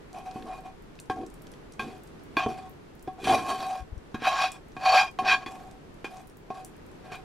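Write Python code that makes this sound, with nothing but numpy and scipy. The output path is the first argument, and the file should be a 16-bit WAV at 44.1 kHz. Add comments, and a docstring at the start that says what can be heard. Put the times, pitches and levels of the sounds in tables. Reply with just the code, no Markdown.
"""Steel tongs tap and scrape a frying pan held over a plate, close to a camera in a quiet kitchen.
Blows and friction drive the same pan modes; food thuds, sauce ticks, a sleeve puffs air at the microphone."""
import sys
import numpy as np
from scipy import signal
from scipy.fft import rfft, irfft, next_fast_len
from scipy.io import wavfile
from scipy.ndimage import uniform_filter1d

SR = 44100
rng = np.random.default_rng(int(sys.argv[2]) if len(sys.argv) > 2 else 0)


def transcribe(signal):
    """Save signal, clipped to [-1, 1], as a 16-bit WAV file at the path in sys.argv[1]."""
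    frames = np.atleast_2d(signal).T
    limited = np.clip(frames, -1, 1)
    pcm = np.round(limited * 32767).astype(np.int16)
    wavfile.write(sys.argv[1], SR, pcm)


N = 319279

# the pan's modes: (Hz, dB)
PAN = [(675, -5.5), (700, -7), (750, 0), (812, -19), (902, -16), (1027, -18.5), (1088, -7.5), (1116, -12), (1335, -28.5),
       (1600, -11.5), (1645, -16), (2425, -11), (2455, -12.5), (2530, -12.5), (2700, -22), (3100, -19),
       (3200, -19.5), (3410, -15.5), (3870, -19), (3905, -22.5), (4470, -16), (4850, -22), (5400, -23.5),
       (5660, -24.5), (6090, -25.5), (6930, -26.5), (8200, -35)]
# pan wall, handle and food, damped by the hand: (Hz, dB)
BODY = [(130, -11.5), (235, -5.5), (283, -4), (342, -5), (392, -4), (452, -5.5)]
# tongs meeting the pan: (s, peak dB, hardness dB, thud dB, modes near RIM_HZ dB: where the blow lands)
BLOWS = [(0.147, -36, -28, -13, -4), (0.358, -29, -24, -3, -3), (0.658, -36, -26, -15, -4), (1.098, -19.5, -12.5, -5.5, -11), (1.213, -40, -13, 4, -4),
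         (1.232, -37, -22, 4, -4), (1.794, -28, -1, -1, 0), (2.368, -21, -3.5, 0, 4), (2.462, -13.5, -31, -0.5, -2), (3.075, -27, -18.5, 1, -2),
         (3.27, -12.5, -26, -19, 0), (4.144, -32, -4, 6, -1.5), (4.22, -32, -8, -1, -5), (4.269, -17, -12, -21, -2), (4.766, -24, -15.5, -13, 0),
         (4.84, -24, -17, -25, -4), (4.943, -8, -24, -30, 0), (5.188, -18.5, -11, -19, 0), (5.461, -36.5, 3, 6.5, 0), (6.044, -32.5, 1, 1.5, 1.5),
         (6.503, -24, -20, -7.5, 3), (7.117, -31, -14.5, -7, -7)]
# sticky sauce letting go: (s, peak dB, pitch Hz)
TICKS = [(0.1297, -46, 6000), (0.186, -51, 7000), (0.3117, -43.5, 3880), (0.4237, -43, 2350), (0.822, -57, 11000), (0.9898, -41, 2400), (0.9997, -40, 7040),
         (1.264, -46.5, 6300), (1.3014, -53, 6700), (1.3404, -50, 9000), (1.4197, -49, 9500), (1.4691, -46, 4400), (1.517, -48, 7340), (1.5372, -46, 3550),
         (1.7223, -46.5, 6270), (2.0346, -51, 10500), (2.075, -54, 7000), (3.026, -49.5, 10700), (4.5185, -36, 7540), (4.6833, -59, 10000), (5.1128, -54, 9000),
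         (6.2721, -52, 11000), (6.3709, -53.5, 11600), (6.6476, -39, 8600)]
# air pushed at the ports by a sleeve: (s, peak dB, left-right dB)
PUFFS = [(3.811, -39, 3), (3.828, -38, 9), (3.931, -30, 4), (3.978, -35, 7.5)]
KITCHEN = [(15, -32), (25, -9.5), (125, -6), (150, -3), (181, -5.5), (415, -5.5), (558, -12.5), (1580, -20.5), (12500, -44), (14000, -47), (14800, -64)]  # (Hz, dB per Hz)
ALIKE = [(60, 0.99), (200, 0.25), (550, 0.0087)]  # (Hz, left-right likeness)
HISS = [(3000, 3), (6000, 4), (12000, -3.5), (15500, -27)]  # steel edge: (Hz, dB per Hz)
WALLS = [(200, 0.49), (2000, 0.13), (10000, 0.18)]  # (Hz, t60 s)
TOP_HZ = 15800  # fixed
PAN_T60 = [(700, 0.05), (750, 0.2), (900, 0.09), (1100, 0.17), (2500, 0.13), (8000, 0.054)]  # (Hz, s)
DRAG = [(0.405, -41.5, 0.095), (1.197, -36.5, 0.066), (1.863, -37.5, 0.059), (2.483, -32, 0.026), (3.304, -30, 0.075), (3.51, -39.5, 0.16), (5.293, -43.5, 0.12)]  # food dragged over the wall: (s, dB, half length s)
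GRIT = [(560, -24), (900, 8.5), (2500, 2), (5500, -8.5), (9000, -32)]  # the pan's many weak modes, blurred: (Hz, dB per Hz)
# firm scrapes over the pan: hiss of the steel edge over the grit (dB), then (s, pressure dB, grit dB)
SCRAPES = [
    (-8.5, [(3.18, -32.5, -63.5), (3.24, -53, -37.5), (3.27, -30, -34), (3.295, -12, -31.5), (3.335, -10.5, -34.5), (3.375, -23.5, -34.5), (3.44, -32.5, -48),
           (3.505, -16, -35.5), (3.575, -35, -45.5), (3.625, -29, -42.5), (3.77, -34, -47.5), (3.84, -61, -65.5)]),
    (-21.5, [(4.19, -68, -54), (4.245, -28, -28.5), (4.28, -16, -26), (4.33, -22.5, -35), (4.38, -29.5, -30), (4.44, -20, -25), (4.49, -50, -42.5), (4.57, -49, -53)]),
    (-20, [(4.79, -40, -55), (4.865, -15.5, -26.5), (4.915, -22, -32), (4.945, -10, -26), (4.985, -23, -21.5), (5.02, -29.5, -30), (5.09, -36, -47)]),
    (-24, [(5.22, -26.5, -52), (5.255, -23.5, -37.5), (5.31, -24.5, -17), (5.37, -35, -43), (5.44, -44, -48.5)]),
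]
# light rubs: (start s, length s, pressure dB, grit dB, hiss dB)
RUBS = [(0.151, .05, -30, -51.5, -61.5), (0.264, 0.081, -37.5, -54.5, -65), (0.34, 0.1, -42.5, -55.5, -61), (0.472, 0.086, -32, -53.5, -65),
        (0.54, 0.052, -37.5, -53, -63.5), (0.653, 0.016, -32.5, -52, -63), (1.162, 0.05, -33.5, -58.5, -64), (1.824, .15, -39.5, -50, -61),
        (2.396, 0.034, -26, -33.5, -68), (2.49, .17, -31, -46.5, -57.5), (5.49, 0.23, -35.5, -53.5, -58.5), (6.111, 0.1, -39, -56, -59),
        (6.555, 0.054, -33.5, -52, -61.5), (7.05, 0.045, -44, -58, -69), (7.128, 0.022, -36, -40, -56)]
RISE_DB_PER_S, SAG_DB_PER_S, FALL_DB_PER_S = 700, 57, 397  # a rub sets in, tires, lets go
LOCK_HZ, LOCK_SHARE, LOCK_DRIFT = 750, 0.65, 2.46  # the slipping falls in step with this mode; drift in radians
FAINT_DB, FAINT_HZ = -58, 8000  # the many small ticks between the loud ones
THUD_T60, DRAG_T60 = 0.049, 0.099  # s
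RIM_HZ, RIM_OCTAVES = 2500, 0.23
PRESSED, RING_GROWS = 0.61, 0.15  # share of the ring time left under the tongs; dB of upper ring per dB of grit


def amp(db):
    """Gain of a level in dB."""
    return 10 ** (np.asarray(db) / 20)


def unit(x):
    """x at rms 1."""
    return x / np.sqrt(np.mean(x ** 2) + 1e-20)


def along(points, hz):
    """(Hz, value) points on a log axis."""
    f, v = np.transpose(points)
    return np.interp(np.log(hz + 1), np.log(f + 1), v)


def wobble(rate):
    """A random curve, rate knots a second."""
    knots = rng.standard_normal(int(N * rate / SR) + 2)
    return np.interp(np.arange(N) * rate / SR, np.arange(len(knots)), knots)


def filtered(x, response):
    """x times a response of frequency."""
    m = next_fast_len(N + 8192)
    return irfft(rfft(x, m) * response(np.fft.rfftfreq(m, 1 / SR)), m)[..., :N]


def ring(force, hz, t60):
    """One mode: a unit blow gives a dying sine of height 1."""
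    r, w = amp(-60 / (max(t60, .01) * SR)), 2 * np.pi * hz / SR
    return signal.lfilter([0, np.sin(w)], [1, -2 * r * np.cos(w), r * r], force)


def pan():
    """Friction and blows shake every mode; the moving contact point changes each mode's share."""
    press_db, grit_db, hiss_db = contact()
    peak_db, hard_db, rim_db = np.transpose(BLOWS)[[1, 2, 4]]
    catches = amp(2.4 * wobble(90) + 2.82 * wobble(400))  # the steel edge snags on the coating
    metal = np.zeros(N)
    for hz, db in PAN:
        t60 = along(PAN_T60, hz)
        bright = along([(760, 0.011), (810, 0.84), (1150, 0.6), (1500, 0.97)], hz)  # grit and hard contact reach the upper modes
        slide = amp(press_db - 27.5 + bright * (grit_db - press_db + 7.5 + RING_GROWS * (grit_db + 33.5)) + (2.0 + 2.6 * bright) * wobble(11)) * catches * slipping(hz, PRESSED * t60)
        soft_db = bright * (-5 * np.log2(hz / 2500) + 3.3 * rng.standard_normal(len(BLOWS)))  # blunt tips, a new spot each time
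        soft_db += rim_db * np.exp(-(np.log2(hz / RIM_HZ) / RIM_OCTAVES) ** 2)
        metal += amp(db) * (ring(slide, hz, PRESSED * t60) + ring(blows(peak_db - 4 + soft_db + bright * (hard_db + 8.5), 0.0093), hz, t60))
    grit, hiss = (unit(filtered(patchy(depth_db=3.5), lambda f: amp(along(colour, f)))) for colour in (GRIT, HISS))
    crack = uniform_filter1d(np.abs(blows(peak_db + hard_db + 19.5, 0.13)), size=24)  # rattle after each blow
    pan_band = signal.butter(N=4, Wn=[620, 9000], btype="bandpass", fs=SR, output="sos")  # the pan's ring keeps to the band from 620 Hz to 9 kHz
    rasp = (amp(grit_db - 7.5) * catches + crack) * grit
    return signal.sosfilt(pan_band, metal) + rasp + (amp(hiss_db + 0.5) * unit(catches ** 1.04) + amp(-12) * crack) * hiss


def sauce():
    """Each tick is a short noisy snap around its pitch."""
    out, t = np.zeros(N + SR), np.arange(SR // 40) / SR
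    for s, db, hz in TICKS + faint(count=45):
        edges = np.clip([hz / 1.58, hz * 1.44], 500, 16000)
        snap = signal.sosfilt(signal.butter(2, edges, "bandpass", fs=SR, output="sos"), rng.standard_normal(len(t)))
        out[round(s * SR):][:len(t)] += amp(db - 60 * t / 0.018) * unit(snap)
    return out[:N]


def sleeve():
    """A puff is one slow dip of pressure, stronger on one port."""
    t, out = np.arange(N) / SR, np.zeros((2, N))
    for s, db, side_db in PUFFS:
        u = (t - s) / 0.0039
        out -= amp(db + side_db * np.array([[1], [-1]])) * (1 - u * u) * np.exp(-u * u / 2)
    return out


def kitchen():
    """Steady room air, partly alike on both ports, over a slowly swelling rumble."""
    turn = lambda hz: np.arccos(np.clip(along(ALIKE, hz), -1, 1)) / 2
    mid, side = filtered(rng.standard_normal((2, N)), lambda hz: amp(along(KITCHEN, hz)) * [np.cos(turn(hz)), np.sin(turn(hz))])
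    air = amp(-48.5 + 1.12 * wobble(3.313)) * unit(np.array([mid + side, mid - side]))
    low = filtered(rng.standard_normal(N), lambda hz: amp(along([(15, -14.5), (35, -8.0), (60, -26), (120, -83)], hz)))
    return air + amp(-59.5 + 2.1 * wobble(1.6)) * unit(low)


def walls(x):
    """Each frequency of the room's answer dies at its own speed."""
    hz, t, z = signal.stft(rng.standard_normal((2, SR // 2)), SR, nperseg=256)
    tail = signal.istft(z * amp(-60 * t / along(WALLS, hz)[:, None] + along([(300, -1.5), (1500, -10), (8000, 10.5)], hz)[:, None]), SR, nperseg=256)[1]
    return signal.fftconvolve(np.pad(x, (200, 0))[None], tail / np.linalg.norm(tail[0]), axes=1)[:, :N]




def blows(db, chatter_s):
    """Each contact is a burst of tiny random pushes that dies within chatter_s."""
    out, t = np.zeros(N + SR), np.arange(SR // 20) / SR
    for s, level in zip(np.transpose(BLOWS)[0], db):
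        burst = amp(-60 * t / chatter_s) * rng.standard_normal(len(t))
        out[round(s * SR):][:len(t)] += amp(level) * burst / np.linalg.norm(burst)
    return out[:N]


def body():
    """The damped low modes take the thud of each blow and the drag of the food."""
    peak_db, thud_db = np.transpose(BLOWS)[[1, 3]]
    t = np.arange(N) / SR
    drag = sum(amp(db) * np.exp(-((t - s) / half) ** 2) for s, db, half in DRAG) * amp(-27.0 + 2.9 * wobble(25.13))
    rings = sum(amp(db) * (ring(drag * rng.standard_normal(N), hz, DRAG_T60) + ring(blows(peak_db + thud_db, .006), hz, THUD_T60)) for hz, db in BODY)
    return uniform_filter1d(rings, size=12, origin=5)  # soft contact carries no treble


def patchy(depth_db):
    """White noise whose loudness varies in patches of time and frequency."""
    z = signal.stft(rng.standard_normal(N), nperseg=256)[2]
    field = uniform_filter1d(uniform_filter1d(rng.standard_normal(z.shape), size=3, axis=0), size=8, axis=1)
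    return signal.istft(z * amp(depth_db * unit(field)), nperseg=256)[1][:N]


def contact():
    """Pressure, grit and hiss in dB per sample; the strongest contact rules."""
    t, out = np.arange(N) / SR, np.full((3, N), -120.)  # fixed
    for edge_db, rows in SCRAPES:
        s, press_db, grit_db = np.transpose(rows)
        on = (t >= s[0]) & (t <= s[-1])
        out[:, on] = [np.interp(t[on], s, c) for c in (press_db, grit_db, grit_db + edge_db)]
    for s, length, *levels_db in RUBS:
        shape_db = (RISE_DB_PER_S * np.minimum(t - s, 0) - SAG_DB_PER_S * np.clip(t - s, 0, length)
                    - FALL_DB_PER_S * np.maximum(t - s - length, 0))
        out = np.maximum(out, np.array(levels_db)[:, None] + shape_db)
    return out


def slipping(hz, t60):
    """Friction force on one mode: random, but partly in step with the strongest mode."""
    share = LOCK_SHARE * (abs(hz - LOCK_HZ) < 20)  # fixed
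    beat = np.sin(2 * np.pi * hz * np.arange(N) / SR + LOCK_DRIFT * wobble(9))
    return np.sqrt(1 - share) * rng.standard_normal(N) + np.sqrt(share * 2 * np.log(1000) / (t60 * SR)) * beat


def faint(count):
    """Rows like TICKS, at random moments."""
    u = rng.standard_normal((count, 2))
    return list(zip(rng.uniform(0, N / SR, count), FAINT_DB + 4 * u[:, 0], FAINT_HZ * np.exp(0.43 * u[:, 1])))


def scene():
    """Pan and food straight ahead in the kitchen."""
    near = pan() + body() + sauce()
    return near + amp(-4) * walls(near) + sleeve() + kitchen()


def record(dry):
    """The camera keeps nothing above its band limit."""
    return filtered(dry, lambda hz: hz < TOP_HZ)


dry = scene()
out = record(dry)
transcribe(out)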